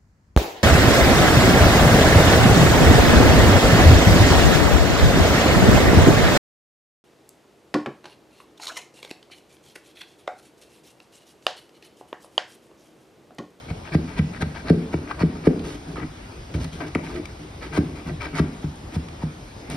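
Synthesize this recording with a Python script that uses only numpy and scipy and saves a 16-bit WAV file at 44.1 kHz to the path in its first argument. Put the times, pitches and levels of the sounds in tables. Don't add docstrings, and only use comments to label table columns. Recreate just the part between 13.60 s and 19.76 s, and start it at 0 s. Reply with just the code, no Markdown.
import sys
import numpy as np
from scipy import signal
from scipy.fft import rfft, irfft
from scipy.io import wavfile
from scipy.ndimage import uniform_filter1d

SR = 44100
rng = np.random.default_rng(int(sys.argv[2]) if len(sys.argv) > 2 else 0)


def to_wav(s):
    ch = np.atleast_2d(s).T
    pcm = np.round(np.clip(ch, -1, 1) * 32767)
    wavfile.write(sys.argv[1], SR, pcm.astype(np.int16))


N = 271656


def gain_of(db):
    return 10 ** (np.asarray(db) / 20)


def unit_rms(x):
    return x / np.sqrt(np.mean(x ** 2) + 1e-20)


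def curve(points, hz):
    f, value = np.transpose(points)
    return np.interp(np.log(hz + 1), np.log(f + 1), value)


def add(mix, start_s, sound):
    part = mix[round(start_s * SR):][:len(sound)]
    part += sound[:len(part)]


def coloured(x, points):
    gain = gain_of(curve(points, np.fft.rfftfreq(len(x), 1 / SR)))
    return irfft(rfft(x) * gain, len(x))


def driven(modes, fall_db, centre_hz):
    octaves = np.log2(np.transpose(modes)[0] / centre_hz)
    return modes + np.outer(fall_db * octaves ** 2, [0, 1, 0])


def ring(modes, length_s, spread_db):
    hz, db, t60_s = np.transpose(modes)[:, :, None]
    t = np.arange(round(length_s * SR)) / SR
    size, detune, phase = rng.standard_normal((3, len(modes), 1))
    swing = np.sin(2 * np.pi * (hz * (1 + 0.017 * detune) * t + phase))
    rise = 1 - np.exp(-t * hz / 0.42)
    out = (gain_of(db + spread_db * size - 60 * t / t60_s) * swing * rise).sum(0)
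    return out / np.linalg.norm(out)


def grit(size, per_s, spread_db):
    sizes = gain_of(spread_db * np.minimum(rng.exponential(1, size), 3))
    hits = rng.random(size) < per_s / SR
    return unit_rms(rng.standard_normal(size) * hits * sizes)


def scatter(x, t60_s):
    t = np.arange(round(t60_s * SR)) / SR
    taps = grit(len(t), 2000, 0.34) * gain_of(-60 * t / t60_s)
    return signal.fftconvolve(x, taps / np.linalg.norm(taps))


# hz, level_db, t60_s
BLADE_MODES = [(418, 3, 0.032), (674, 4.5, 0.019), (907, 0.5, 0.021), (1268, 2.5, 0.017),
               (1577, 1.5, 0.018), (1950, -0.5, 0.015), (2291, 0, 0.019), (2716, -3, 0.0098),
               (3010, -13.5, 0.014), (3330, -14, 0.019), (3770, -19, 0.045), (4420, 0, 0.0064),
               (5160, -13, 0.035)]
# hz, level_db, t60_s (free time in a stroke)
WALL_MODES = [(63.2, 5.5, 0.14), (91, -13, 0.14), (115, -7, 0.09), (156.2, 10, 0.15), (202.5, 0, 0.098),
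              (263, 0, 0.12), (305, 0.5, 0.1), (362.3, 0.5, 0.072), (427.3, -1, 0.063), (624, -9, 0.078)]
# hz, level_db
HISS_COLOUR = [(1500, -3), (3000, 2), (5200, -1.5), (6500, -4), (9000, -8.5), (11000, -14), (13500, -20),
               (15500, -34)]
SPOTS = 6
LEAN_S, LINGER_S = 0.015, 0.027
GRATE_FALL_DB = -2.5
HISS_SWELL = 0.75


def stroke(length_s, attack_s, mid_db, change_db, hiss_db, deep_db, upper_db, centre_hz, release_s):
    t = np.arange(-LEAN_S, length_s + LINGER_S + release_s, 1 / SR)
    judder = [unit_rms(j) for j in uniform_filter1d(rng.standard_normal((SPOTS + 2, len(t))), 180)]
    swell_db = change_db * (np.clip(t / length_s, 0, 1) - 1)
    contact = np.clip(np.minimum(t / attack_s, 1 + (length_s - t) / release_s), 0, 1)
    force = gain_of(mid_db + change_db / 2) * contact ** 0.84

    modes = driven(BLADE_MODES, GRATE_FALL_DB, centre_hz)
    blade = 0
    for j in judder[:SPOTS]:
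        clicks = force * gain_of(swell_db + 2.6 * j) * grit(len(t), 800, 1.6)
        blade = blade + signal.fftconvolve(clicks, ring(modes, 0.04, 4.5)) / np.sqrt(SPOTS)

    hiss_gain = gain_of(hiss_db + HISS_SWELL * swell_db + 0.95 * judder[-2])
    paper = unit_rms(coloured(grit(len(t), 9000, 1.0), HISS_COLOUR))
    hiss = force * contact * hiss_gain * paper

    lean_shape = np.clip(np.minimum(1 + t / LEAN_S, (t[-1] - t) / LINGER_S), 0, 1) ** 2
    shake = gain_of(mid_db + 1.5 * judder[-1]) * lean_shape * grit(len(t), 2500, 0.6)
    deep = [m for m in WALL_MODES if m[0] < 225]
    upper = [m for m in WALL_MODES if m[0] > 225]
    out = signal.fftconvolve(shake * gain_of(deep_db), ring(deep, 0.15, 1.64))
    out += signal.fftconvolve(shake * gain_of(upper_db), ring(upper, 0.15, 1.64))
    add(out, 0, blade)
    add(out, 0, hiss)
    return out


# start_s, jam_s, jam_db (grating), swell_db, hiss_db (above grating), centre_hz (drive)
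PUSHES = [(0.073, 0.107, -36.5, 6, -10, 1190), (0.309, 0.348, -32.5, 4.5, -9.5, 1780),
          (0.553, 0.591, -32.5, 2.5, -9, 1950), (0.787, 0.824, -28, 14, -8.5, 1520),
          (1.045, 1.099, -30.5, 8.5, -16.5, 2000), (1.302, 1.34, -34, 11, -10.5, 1370),
          (1.572, 1.622, -31, 5.5, -12, 1500), (1.832, 1.872, -34, 0, -8, 1500),
          (4.109, 4.179, -28.5, 10.5, -9.5, 1590), (4.726, 4.794, -25.5, 13.5, -10, 1510),
          (4.996, 5.045, -45.5, 7, -6, 1000), (5.316, 5.359, -40.5, -2.5, -1, 1380),
          (5.598, 5.641, -43.5, -6, -7.5, 885)]
PUSH_ATTACK_S, PUSH_RELEASE_S = 0.031, 0.014
PUSH_DEEP_DB, PUSH_UPPER_DB = -1, -4.5


def add_pushes(work):
    for start_s, jam_s, jam_db, swell_db, hiss_db, centre_hz in PUSHES:
        sound = stroke(jam_s - start_s, PUSH_ATTACK_S, jam_db - swell_db / 2, swell_db, hiss_db,
                       PUSH_DEEP_DB, PUSH_UPPER_DB, centre_hz, PUSH_RELEASE_S)
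        add(work, start_s - LEAN_S, sound)


# start_s, length_s, attack_s, mid_db (grating), change_db (start to end),
# hiss_db, deep_db, upper_db (hiss and wall rumbles above grating), centre_hz (drive)
SCRAPES = [(0.244, 0.045, 0.011, -43, 1, -13, -17, -5, 1500),
           (0.471, 0.072, 0.012, -44, -4, -10, -9, -17, 1500),
           (0.723, 0.049, .016, -39.5, -8, -12, -18, -18, 1670),
           (0.939, 0.066, .016, -40, -5, -11, -13, -7.5, 1510),
           (1.462, 0.055, .016, -40, 19.5, -20, -11, -6, 1400),
           (1.748, 0.03, 0.013, -42, -9, -15, -4, 1, 800),
           (2.03, 0.13, 0.018, -45.5, -5, 1.5, -1, 8.5, 1100),
           (2.269, 0.068, .016, -54, -2, 2, 17, 15.5, 1200),
           (2.357, 0.046, 0.0056, -38.5, -1, -17, -4, -1, 1070),
           (2.411, 0.022, 0.0036, -39, 4, -22, 7.5, 3, 1390),
           (2.933, 0.036, 0.015, -42, -13, -0.5, 7.5, 5, 1400),
           (2.965, 0.024, 0.015, -45.5, -5, -5, 16.5, 7.5, 1200),
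           (2.994, 0.058, 0.01, -45, 0, 0, 12.5, 9.5, 1200),
           (3.12, 0.08, 0.009, -58.5, -13, 12.5, 18, 15, 1200),
           (3.203, 0.047, 0.0034, -35, -9.5, -16, -6, 1.5, 1190),
           (3.255, 0.031, 0.014, -45.5, 0, -2, -8, 2.5, 1500),
           (3.423, 0.11, 0.019, -44.5, -3, -4.5, 7, 7.5, 1110),
           (3.534, 0.05, 0.013, -44, -4, -3, 5, 12, 1400),
           (3.79, 0.047, 0.018, -56, 2, -1, 16.5, 13.5, 1200),
           (4.008, 0.064, 0.02, -37.5, -11, -9, -6, -5, 1590),
           (4.348, 0.06, 0.0098, -45, -7, -7.5, -7, 0, 1200),
           (4.454, 0.049, 0.019, -39, -5, -8.5, 8.5, 4, 1220),
           (4.599, 0.061, .013, -34, -2, -12, -13, -4, 1990),
           (4.66, 0.034, .008, -40.5, -14, -13, -18, -3, 1400),
           (6.095, 0.077, 0.0085, -40.5, -7, -1, 9, 4, 1210)]
SCRAPE_RELEASE_S = 0.01


def add_scrapes(work):
    for start_s, *settings in SCRAPES:
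        add(work, start_s - LEAN_S, stroke(*settings, SCRAPE_RELEASE_S))


# hz (nominal, settled), rise_s, t60_s
BLOW_PARTS = [(582, 0.00052, 0.0091), (447.2, 0.0014, 0.05), (276.4, 0.0022, 0.03), (155.5, 0.0039, 0.099),
              (75.9, 0.0057, 0.099)]
# hz, level_db
CAVITY_COLOUR = [(50, 7.5), (160, -1), (250, 6), (340, -1.5), (450, -0.5), (600, 4.5), (850, -5)]
RUMBLE_DB = -9
WALL_RING_DB = -15.5


def thud(*peaks_db):
    t, blow = np.arange(round(0.15 * SR)) / SR, 0
    for (hz, rise_s, t60_s), peak_db in zip(BLOW_PARTS, peaks_db):
        sinking_hz = hz * rng.uniform(0.94, 1.03) * (1 + np.exp(-t / (1.177 * rise_s)))
        swing = np.sin(2 * np.pi * np.cumsum(sinking_hz) / SR)
        part = swing * (1 - np.exp(-t / rise_s)) ** 2 * gain_of(-60 * t / t60_s)
        blow = blow + gain_of(peak_db) * part / abs(part).max()

    out = gain_of(RUMBLE_DB) * coloured(scatter(blow, 0.56), CAVITY_COLOUR)
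    upper = np.multiply(WALL_MODES[5:], [1, 1, 1.5])
    board = signal.fftconvolve(scatter(blow, 0.36), ring(upper, 0.22, 2.4))
    add(out, 0, gain_of(WALL_RING_DB) * board * np.linalg.norm(blow) / np.linalg.norm(board))
    out *= 1 - np.exp(-np.arange(len(out)) / SR / 0.006)
    add(out, 0, blow)
    return out


# start_s, knock_db, punch_db, body_db, drum_db, thump_db (peak of each part)
THUDS = [(0.105, -38, -32.5, -36, -26.5, -24), (0.348, -18, -24.5, -13, -10.5, -21),
         (0.59, -29, -30.5, -27.5, -11, -19), (0.822, -20.5, -28.5, -24, -17.5, -21),
         (1.101, -23, -12, -7, -8.5, -17.5), (1.34, -18, -22, -14.5, -20, -24),
         (1.608, -22, -33, -23, -20, -21), (1.631, -25.5, -20.5, -11.5, -12, -23),
         (1.8697, -21, -7.5, -5.5, -10, -18.5), (2.379, -30, -26, -25, -44, -41),
         (2.944, -36, -34, -25.5, -25, -19), (3.353, -17.5, -24, -14, -22, -28),
         (4.174, -18, -23.5, -15, -23, -29), (4.184, -22.5, -33, -9.5, -13, -19.5),
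         (4.796, -19, -28, -11.5, -13.5, -19), (5.038, -32, -38.5, -24.5, -21, -25.5),
         (5.36, -34, -38, -29, -18.5, -22), (5.632, -26, -43, -25, -19.5, -26.5),
         (5.794, -53, -52, -42, -43, -50)]


def add_thuds(work):
    for start_s, *peaks_db in THUDS:
        add(work, start_s, thud(*peaks_db))


TICK_FALL_DB = -15.5


def tick(ring_db, snap_db, centre_hz, held):
    t = np.arange(round(0.017 * SR)) / SR
    envelope = gain_of(-60 * t / 0.022) * (1 - np.exp(-t / 0.00051))
    chatter = rng.standard_normal((SPOTS, len(t))) * envelope
    modes = driven(BLADE_MODES, TICK_FALL_DB, centre_hz) * [1, 1, max(held, 0.1)]
    out = sum(signal.fftconvolve(c, ring(modes, 0.04, 0.87)) for c in chatter)
    out = out / abs(out).max()
    snap = coloured(chatter[0], HISS_COLOUR)
    add(out, 0, gain_of(snap_db) * snap / abs(snap).max())
    return gain_of(ring_db) * out


# start_s, ring_db (peak), snap_db (above ring), centre_hz (drive),
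# held (share of free ring time left, 0-1)
TICKS = [(0.331, -33, -20, 1500, 0.66), (0.3495, -31, -18, 2000, .4), (0.589, -23, -22, 2200, 0.98),
         (0.821, -22, -18, 1680, 1), (1.097, -23.5, -2, 1390, 1), (1.3405, -28, -20, 1690, 0.4),
         (1.474, -30, -28, 1714, .4), (1.51, -16, -23, 1410, 0.34), (1.87, -27.5, -3, 2000, 0.52),
         (1.931, -35, -25, 656, .6), (1.993, -32.5, -9, 3050, 0.19), (2.3571, -27, -16, 990, 0.45),
         (2.94, -30, -3, 1900, 0.77), (3.043, -41, 12, 2500, .4), (3.204, -28, -12, 1600, 0.36),
         (3.3488, -12.5, -13, 2120, 0.45), (3.3536, -16.5, -32, 1200, 0.77), (3.389, -41, -20, 1300, .8),
         (3.464, -28, -24, 2150, 0.47), (3.47, -32, -22, 2100, 0.36), (3.499, -36, -21, 1100, .5),
         (3.558, -32, -18, 2400, .9), (3.586, -39, -27, 2400, 0.99), (3.6544, -29.5, 2, 2860, 0.48),
         (4.617, -35, -16, 1610, .6), (4.793, -21, -15, 1390, 0.78), (5.485, -32.5, -6, 2500, 0.17),
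         (5.6306, -60, 21, 1500, .5)]


def add_ticks(work):
    for start_s, *settings in TICKS:
        add(work, start_s, tick(*settings))


def crack(level_db, hz):
    t = np.arange(round(0.004 * SR)) / SR
    rise = 1 - np.exp(-t / 0.000099)
    return 2.0 * gain_of(level_db - 60 * t / 0.0018) * np.sin(2 * np.pi * hz * t) * rise


# start_s, level_db (approximate peak), hz
FLAKES = [(5.158, -37, 9150), (6.101, -22, 9200)]


def add_cracks(work):
    for start_s, *settings in FLAKES:
        add(work, start_s, crack(*settings))


def bare_room(work):
    tail = scatter(work, 0.87)[:N]
    return work + gain_of(-12) * coloured(tail, [(600, 0.36), (3000, 0.89)])


PATHS, PATH_S = 12, 0.02


def unlike_paths(x, length_s):
    t, place, out = np.arange(round(length_s * SR)) / SR, np.arange(N) / SR / PATH_S, np.zeros(N)
    for k in range(PATHS):
        turn = rfft(rng.standard_normal(len(t)) * gain_of(-40 * t / length_s), 2048)
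        away = abs((place - k + PATHS / 2) % PATHS - PATHS / 2)
        fade = np.cos(np.pi / 2 * np.minimum(away, 1))
        out += signal.oaconvolve(x * fade, irfft(turn / abs(turn)))[:N]
    return out


# hz, left_minus_right_db
PORT_BALANCE = [(300, 1), (550, 4), (900, 6), (1700, 0), (2800, 1), (4500, -2.5), (5200, 0)]


def ports(near, other, lead, same):
    hz = np.fft.rfftfreq(N, 1 / SR)
    apart = np.clip((hz / 620) ** 1.5, 0.08, 1)
    angle = apart * np.arccos(np.clip(same(hz), 0, 1)) / 2
    half = np.exp(0.5j * apart * lead(hz)) * gain_of(apart * curve(PORT_BALANCE, hz) / 2)
    shared, unlike = rfft(near) * np.cos(angle), rfft(other) * np.sin(angle)
    return irfft([(shared + unlike) * half, (shared - unlike) / half], N)


# hz, lead_rad
PORT_LEAD = [(300, 0), (1400, -.4), (2100, .2), (2900, 1.5), (3700, .6), (4400, 1.2), (5000, .2),
             (5800, 1.1), (6900, 3.14), (7700, 3.14), (9700, 6.28), (11500, 6.28), (12600, 9.42)]
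# hz, likeness (0-1)
PORT_LIKENESS = [(250, 0.71), (700, 0.64), (2100, 0.45), (2800, 0), (3800, 0.5), (4500, 0.34), (5300, 1),
                 (6400, 0.86), (6900, 0.99), (7700, 1), (9200, 0.6), (9800, 0.88), (11500, 1), (11900, 0.4),
                 (12800, 0.94)]


def near_wall(work):
    return ports(work, unlike_paths(work, 0.0082),
                 lambda hz: curve(PORT_LEAD, hz), lambda hz: curve(PORT_LIKENESS, hz))


# hz, density_db (per Hz)
AIR_COLOUR = [(25, -31), (33, -20), (42, 1), (70, 4.5), (150, -7.5), (300, -7.5), (500, -12.5), (800, -13),
              (1100, -16.5), (2000, -20.5), (2250, -20.5), (2400, -20), (2600, -22.5), (4700, -26.5),
              (5160, -25.5), (5600, -29), (7000, -29.5), (10000, -36.5), (13000, -45), (14500, -58)]
# hz, lead_rad
ROOM_LEAD = [(200, 0), (1300, 2.5), (2500, 0.5), (3300, 0)]
# hz, factor (0-1)
ROOM_LIKENESS = [(300, 0.47), (1000, 0), (2200, 0), (2800, 1)]
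AIR_DB = -39


def air():
    frames, hz = N // 256 + 5, np.fft.rfftfreq(1024, 1 / SR)
    re, im = rng.standard_normal((2, 2, 513, frames))
    patches = uniform_filter1d(rng.standard_normal((513, frames)), 10, 0)
    patches = unit_rms(uniform_filter1d(patches, 12, 1))
    spectra = (re + 1j * im) * gain_of(curve(AIR_COLOUR, hz)[:, None] + 1.68 * patches)
    noise = signal.istft(spectra, nperseg=1024, noverlap=768)[1][:, :N]
    a, b = gain_of(AIR_DB) * unit_rms(noise)
    return ports(a, b, lambda f: curve(PORT_LEAD, f) + curve(ROOM_LEAD, f),
                 lambda f: curve(PORT_LIKENESS, f) * curve(ROOM_LIKENESS, f))


def scene():
    work = np.zeros(N)
    add_pushes(work)
    add_scrapes(work)
    add_thuds(work)
    add_ticks(work)
    add_cracks(work)
    return near_wall(bare_room(work)) + air()


EDGE_HZ = 15800


def record(dry):
    thin = signal.sosfilt(signal.butter(3, 36, "high", fs=SR, output="sos"), dry)
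    low_pass = signal.firwin(511, EDGE_HZ, window=("kaiser", 9), fs=SR)
    return signal.oaconvolve(thin, low_pass[None], "same")


dry = scene()
out = record(dry)
to_wav(out)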